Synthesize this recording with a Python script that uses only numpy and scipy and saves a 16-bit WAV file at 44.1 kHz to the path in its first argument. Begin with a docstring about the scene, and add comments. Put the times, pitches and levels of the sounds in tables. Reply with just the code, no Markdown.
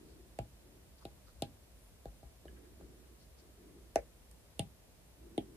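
"""A plastic stylus and two fingertips tap the glass of a tablet on a desk, close by in a small quiet room.
A low hum and microphone hiss run throughout, with faint brushes on the glass and an arm rubbing the desk.
First the stylus taps three times: each a sharp tick, a hollow knock of the tablet and a thump of the desk.
From 2 seconds on, the fingers give four softer, duller taps, and the stylus clicks in the hand.
From about 4 seconds on, the stylus taps three more times, with one more tiny click in between."""
import sys
import numpy as np
from scipy import signal
from scipy.fft import rfft, irfft
from scipy.io import wavfile
from scipy.ndimage import uniform_filter1d

SR = 44100
rng = np.random.default_rng(int(sys.argv[2]) if len(sys.argv) > 2 else 0)


def wrap_up_sound(samples):
    """Save the sound to the file named by the first command line argument, as 16-bit audio."""
    columns = np.atleast_2d(samples).T
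    # keep every value between -1 and 1, then stretch to whole-number steps
    tamed = np.clip(columns, -1, 1)
    steps = np.round(tamed * 32767).astype(np.int16)
    wavfile.write(sys.argv[1], SR, steps)


N = 245195

# The stylus lands. Each row: start in seconds, force in dB, hardness in dB per octave of treble,
# desk thump in dB, knock pitch in Hz, knock strength in dB, tick pitch in Hz,
# share thrown back by the rim from 0 to 1, muted pitch in Hz, ringing in dB.
STYLUS_TAPS = [ (0.388, 2, -3.5, 2.5, 890, 0.5, 2680, 0.41, 1940, 0),
               (1.0519, -4.5, -3, -3, 278, 1, 3670, 0.57, 1770, 1.5),
               (1.4214, 2, 0.16, 0.5, 270, 1.5, 3550, 0.43, 2000, -1),
               (3.9575, 9, -1.32, -31, 542, 16, 2025, 0.5, 3220, -9),
               (4.5933, -0.5, 0.73, 5, 178, 6.5, 3070, 0.61, 1500, 2),
               (5.378, 6.5, -5, -9, 337, 14.5, 3240, 0.82, 1430, -3)]
# Fingers land near the rim. 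Each row: start in seconds, force in dB, hardness in dB per octave,
# ringing in dB.
FINGER_TAPS = [(2.0552, -9, -4.5, 0.5), (2.2289, -16, -9.5, 4.5), (2.4538, -14.5, -6.5, -1),
               (2.8092, -11.5, -8, -16)]
# The bare blow on the glass, before any ringing. Each row: frequency in Hz, level in dB.
BLOW_SPECTRUM = [(30, -14.5), (110, 1.5), (330, 3.5), (500, 3), (690, 3), (830, -5.5), (960, -20),
                 (1350, -20.5), (2000, -18.5), (3400, -18), (5500, -20), (9200, -16.5), (11200, -36),
                 (12600, -28), (14300, -53)]
# The notes that desk, tablet and stylus ring with. Each row: pitch in Hz, width in Hz, strength in dB.
RESONANCES = [(64.5, 12, -2), (117.6, 48, 6), (328, 63, -11.5), (604, 31, -16.5), (675, 36, 0),
              (803.3, 28.6, 13), (1694, 90, -10), (2500, 47, -29), (2820, 170, -19.5), (3600, 150, -11),
              (4170, 120, -1.5), (4800, 270, -3.5), (4990, 200, -10), (7000, 800, -21), (7420, 180, 2),
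              (9240, 240, -2), (10330, 320, -12), (10880, 200, 4.5), (12600, 500, 9)]
# Sound that comes by way of the tablet's edges. Each row: frequency in Hz, gain in dB.
EDGE_ECHO = [(100, -12), (700, -6.5), (1300, 3.5), (3000, 4.5), (8000, -7), (14000, 0.5)]
# How far the left microphone lags behind the right. Each row: frequency in Hz, lag in radians.
MIC_LAG = [(100, 0), (650, .1), (900, .3), (1400, 2.6), (2000, 4.0), (2800, 4.7), (4000, 7.4), (5300, 9.7),
           (6600, 14.0), (9000, 13.6), (11000, 13.1), (13000, 12.6)]
# Which microphone hears a tap louder. Each row: frequency in Hz, left minus right in dB.
MIC_BALANCE = [(350, 1.5), (700, -1), (2200, -7.5), (4500, 9.5), (6500, -0.5), (9000, -0.5)]
# The strength of the room's echo. Each row: frequency in Hz, gain in dB.
ROOM_LEVEL = [(100, -6), (350, -8), (700, -8), (1500, 1), (3200, -3), (9000, -13), (15000, -18)]
# How long that echo lasts. 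Each row: frequency in Hz, seconds to fade by 60 dB.
ROOM_DECAY = [(100, 0.4), (600, 0.11), (2500, 0.13), (9000, 0.13)]
# The stylus shifts in the hand. Each row: start in seconds, level in dB, pitch in Hz, width in Hz.
CLICKS = [(2.479, -22, 2980, 70), (2.481, -21, 1700, 70), (4.313, -27, 9000, 1200)]
# Brushes on the glass. Each row: middle in seconds, length in seconds, level in dB, pitch in Hz.
BRUSHES = [(0.099, 0.15, -74.5, 4430), (0.988, 0.025, -68, 4670), (1.026, 0.04, -65, 1120),
           (1.026, 0.05, -71.5, 4600), (1.289, 0.068, -70, 4530), (1.29, 0.046, -68, 1280),
           (1.832, 0.23, -74, 10000), (2.576, 0.034, -68, 1670), (2.652, 0.066, -71.5, 1660),
           (3.04, 0.016, -70, 1670), (3.22, 0.067, -70, 4460), (3.398, 0.048, -67, 4840)]
# The forearm shifts on the desk. Each row: start in seconds, length in seconds, level in dB.
ARM_STROKES = [(-.1, 0.55, -59), (.6, 0.38, -64), (2.42, 0.53, -60.5), (2.79, 0.16, -59), (2.877, 0.4, -63),
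               (3.39, 0.18, -66.5), (3.56, .46, -60.5), (5.16, 0.97, -58.5)]
# The tone of the rubbed desk. Each row: frequency in Hz, relative level in dB.
DESK_SPECTRUM = [(80, -11), (180, -6.5), (270, -5), (350, 1.5), (420, -5), (540, -20), (900, -30),
                 (2000, -30.5), (6000, -71.5)]
# Room rumble and microphone hiss. Each row: frequency in Hz, relative level in dB.
FLOOR_SPECTRUM = [(12, -56), (20, -37), (42, -6.5), (64, 1), (78, -11), (90, -11), (184, -17.5), (279, -21),
                  (642, -21.5), (825, -27.5), (921, -27.5), (1250, -31.5), (1790, -32), (11200, -36.5),
                  (15200, -43)]
# How alike both microphones hear sound from all around. Each row: frequency in Hz, likeness from -1 to 1.
STEREO_LIKENESS = [(60, 0.78), (290, 0.89), (640, 0.092), (1400, 0.12), (3100, -0.28), (6800, -0.19),
                   (10000, 0.83), (14000, 1)]

TAP_SIZE = 16384  # samples used to build one tap
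FREQS = np.fft.rfftfreq(TAP_SIZE, 1 / SR)  # the frequencies of a tap's spectrum, in Hz
WHITE = [(20, 0), (SR / 2, 0)]  # a flat spectrum: 0 dB at every frequency


def stylus(sway_db=1.0):
    """The hard tip rings the tablet, a little differently at each spot, and rocks it."""
    out = np.zeros((2, N))
    for start, force_db, *landing in STYLUS_TAPS:
        tap = amp(force_db) * (contact(*landing) + sway(sway_db))
        add(out, start, radiate(tap))
    return out


def fingers(sway_db=19.5):
    """Fingers give a duller knock than the tip, with more of the hand's weight behind it."""
    out = np.zeros((2, N))
    for start, force_db, hardness_db, ring_db in FINGER_TAPS:
        pad = contact(hardness_db, thump_db=4.5, knock_hz=474, knock_db=2, tick_hz=1330,
                      rebound=0.62, muted_hz=2640, ring_db=ring_db)
        tap = amp(force_db) * (pad + sway(sway_db))
        add(out, start, radiate(tap))
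    return out


def contact(hardness_db, thump_db, knock_hz, knock_db, tick_hz, rebound, muted_hz, ring_db):
    """The spectrum of one blow: a softer tip loses treble, and the spot favours some pitches."""
    treble_db = hardness_db * np.log2(1 + FREQS / 800)
    bass_db = thump_db / (1 + (FREQS / 220) ** 2)
    blow = amp(read(BLOW_SPECTRUM, FREQS) + treble_db + bass_db)
    # A spot where the glass cannot move at some pitch (a node) mutes a narrow band there.
    octaves_away = np.log2((FREQS + 1) / muted_hz)
    node = amp(-9.5 * np.exp(-(octaves_away / 0.24) ** 2))
    knock = 1 + resonance(knock_hz, 0.38 * knock_hz, knock_db)
    # Waves thrown back by the rim make peaks at odd multiples of the tick pitch.
    rim = 1 / (1 + rebound * np.exp(-1j * np.pi * FREQS / tick_hz))
    ring = 1 + amp(ring_db) * sum(resonance(*row) for row in RESONANCES)
    return ring_after_blow(blow * abs(node * knock * rim * ring))


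def sway(db):
    """The weight of the hand rocks the tablet for a few slow cycles."""
    return amp(db) * resonance(pitch_hz=59, width_hz=26, db=0) ** 2


def resonance(pitch_hz, width_hz, db):
    """The spectrum of one fading note: the narrower it is, the longer it rings."""
    return amp(db) / (1 + 2j * (FREQS - pitch_hz) / width_hz)


def ring_after_blow(gain):
    """Gives a spectrum the timing (minimum phase) that makes it ring only after the blow."""
    log_gain = np.log(np.maximum(gain, 1e-9))
    mirrored = np.concatenate([log_gain, log_gain[-2:0:-1]])
    return np.exp(np.conj(signal.hilbert(mirrored)))[:len(gain)]


def radiate(spectrum):
    """Carries a blow through the glass to both microphones: directly, by the edges and by the room."""
    balance = amp(np.outer([.5, -.5], read(MIC_BALANCE, FREQS)))
    lag = np.exp(-1j * np.outer([1, 0], read(MIC_LAG, FREQS)))
    arrival = -travel()  # the glass is pushed away, so pressure falls first
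    paths = balance * lag * (1 + edges()) + room()
    return irfft(spectrum * arrival * paths)[:, :TAP_SIZE // 2]


def travel(delay_at_1khz_s=0.001286, desk_s=.009, desk_hz=190):
    """Low notes cross the bending glass more slowly than high ones; the desk thumps later still."""
    step_hz = FREQS[1]
    glass_delay = delay_at_1khz_s * np.sqrt(1000 / (FREQS + step_hz))
    desk_delay = desk_s / (1 + (FREQS / desk_hz) ** 4)
    return np.exp(-2j * np.pi * np.cumsum(glass_delay + desk_delay) * step_hz)


def edges(fade_s=.002, rise_s=0.00022, size=1024):
    """Waves criss-cross the glass and thicken the tick, a little differently at each microphone."""
    t = np.arange(size) / SR
    shape = np.exp(-t / fade_s) * (1 - np.exp(-t / rise_s))
    waves = unit(rng.standard_normal(size) + stereo_noise(WHITE, size))
    return rfft(waves * shape / np.linalg.norm(shape), TAP_SIZE) * amp(read(EDGE_ECHO, FREQS))


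def room(build_s=0.0033):
    """The spectrum of the room's short echo, which builds up and then lingers longest in the bass."""
    hz, t, bands = signal.stft(stereo_noise(WHITE, TAP_SIZE), SR, nperseg=256)
    build_up = 1 - np.exp(-(t / build_s) ** 2)
    fade = amp(-60 * t / read(ROOM_DECAY, hz)[:, None]) * build_up
    fade /= np.sqrt(np.mean(fade ** 2, axis=1, keepdims=True) * TAP_SIZE)  # equal energy in each band
    tail = signal.istft(bands * fade, SR, nperseg=256)[1]
    return rfft(tail, TAP_SIZE) * amp(read(ROOM_LEVEL, FREQS))


def clicks():
    """The stylus shifts in the hand, and each tiny click rings one short note."""
    out = np.zeros((2, N))
    for start, db, pitch_hz, width_hz in CLICKS:
        click = ring_after_blow(abs(resonance(pitch_hz, width_hz, db)))
        add(out, start, radiate(click))
    return out


def brushes(side_db=-22, grain=0.24):
    """Tip and skin slide with a soft hiss, grainy as the glass catches and lets go."""
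    out = np.zeros((2, N))
    for middle, length, db, hz in BRUSHES:
        size = int(length * SR)
        band = [(hz / 10, -60), (hz / 2, side_db), (hz, 0), (hz * 2, side_db), (hz * 10, -60)]
        hiss = stereo_noise(band, size)
        roughness = unit(uniform_filter1d(rng.standard_normal(size), size=90))
        brush = unit(hiss * np.exp(grain * roughness))
        add(out, middle - length / 2, amp(db) * brush * np.hanning(size) ** .5)
    return out


def forearm(skew=0.5, arch=1.34):
    """A dull rub through the desk: each stroke of the arm speeds up quickly and slows down gently."""
    t = np.arange(N) / SR
    speed = np.zeros(N)
    for start, length, db in ARM_STROKES:
        progress = np.clip((t - start) / length, 0, 1)
        speed += amp(db) * abs(np.sin(np.pi * progress ** skew)) ** arch
    return stereo_noise(DESK_SPECTRUM, N) * speed


def background(hum_hz=59.6, hum_db=-69, waver=0.13, floor_db=-59.5):
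    """A low hum wavers in loudness over room rumble and microphone hiss."""
    t = np.arange(N) / SR
    drift = unit(sum(np.sin(2 * np.pi * (hz * t + rng.random())) for hz in np.geomspace(.4, 7, 20)))
    hum = unit((1 + waver * drift) * np.sin(2 * np.pi * (hum_hz * t + rng.random())))
    return amp(hum_db) * hum + amp(floor_db) * stereo_noise(FLOOR_SPECTRUM, N)


def stereo_noise(spectrum, size):
    """Noise of a given spectrum, as alike at the two microphones as sound from all around."""
    hz = np.fft.rfftfreq(size, 1 / SR)
    mid, side = rfft(rng.standard_normal((2, size)))
    likeness = np.clip(read(STEREO_LIKENESS, hz), -.99, .99)
    mid, side = mid * np.sqrt(1 + likeness), side * np.sqrt(1 - likeness)
    left_right = np.array([mid + side, mid - side])
    return unit(irfft(left_right * amp(read(spectrum, hz)), size))


def amp(db):
    """Turns decibels into a gain."""
    return 10 ** (np.asarray(db) / 20)


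def unit(x):
    """Scales a signal to an average (rms) level of 1."""
    return x / np.sqrt(np.mean(x ** 2) + 1e-30)


def read(table, hz):
    """Reads between the rows of a (Hz, value) table, with octaves evenly spaced."""
    row_hz, values = np.transpose(table)
    return np.interp(np.log(hz + 1), np.log(row_hz + 1), values)


def add(mix, start_s, sound):
    """Mixes a stereo sound in at its start time."""
    part = mix[:, max(round(start_s * SR), 0):][:, :sound.shape[1]]
    part += sound[:, :part.shape[1]]


def scene():
    """Taps, clicks, brushes and the arm over the room's background."""
    return stylus() + fingers() + clicks() + brushes() + forearm() + background()


def record(dry, low_cut_hz=30, high_cut_hz=15400):
    """The recorder trims the deepest bass and steeply cuts the highest treble."""
    thinned = signal.sosfilt(signal.butter(2, low_cut_hz, "high", fs=SR, output="sos"), dry)
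    treble_cut = signal.firwin(401, high_cut_hz, window=("kaiser", 8), fs=SR)
    return signal.oaconvolve(thinned, treble_cut[None], "same")


dry = scene()
out = record(dry)
wrap_up_sound(out)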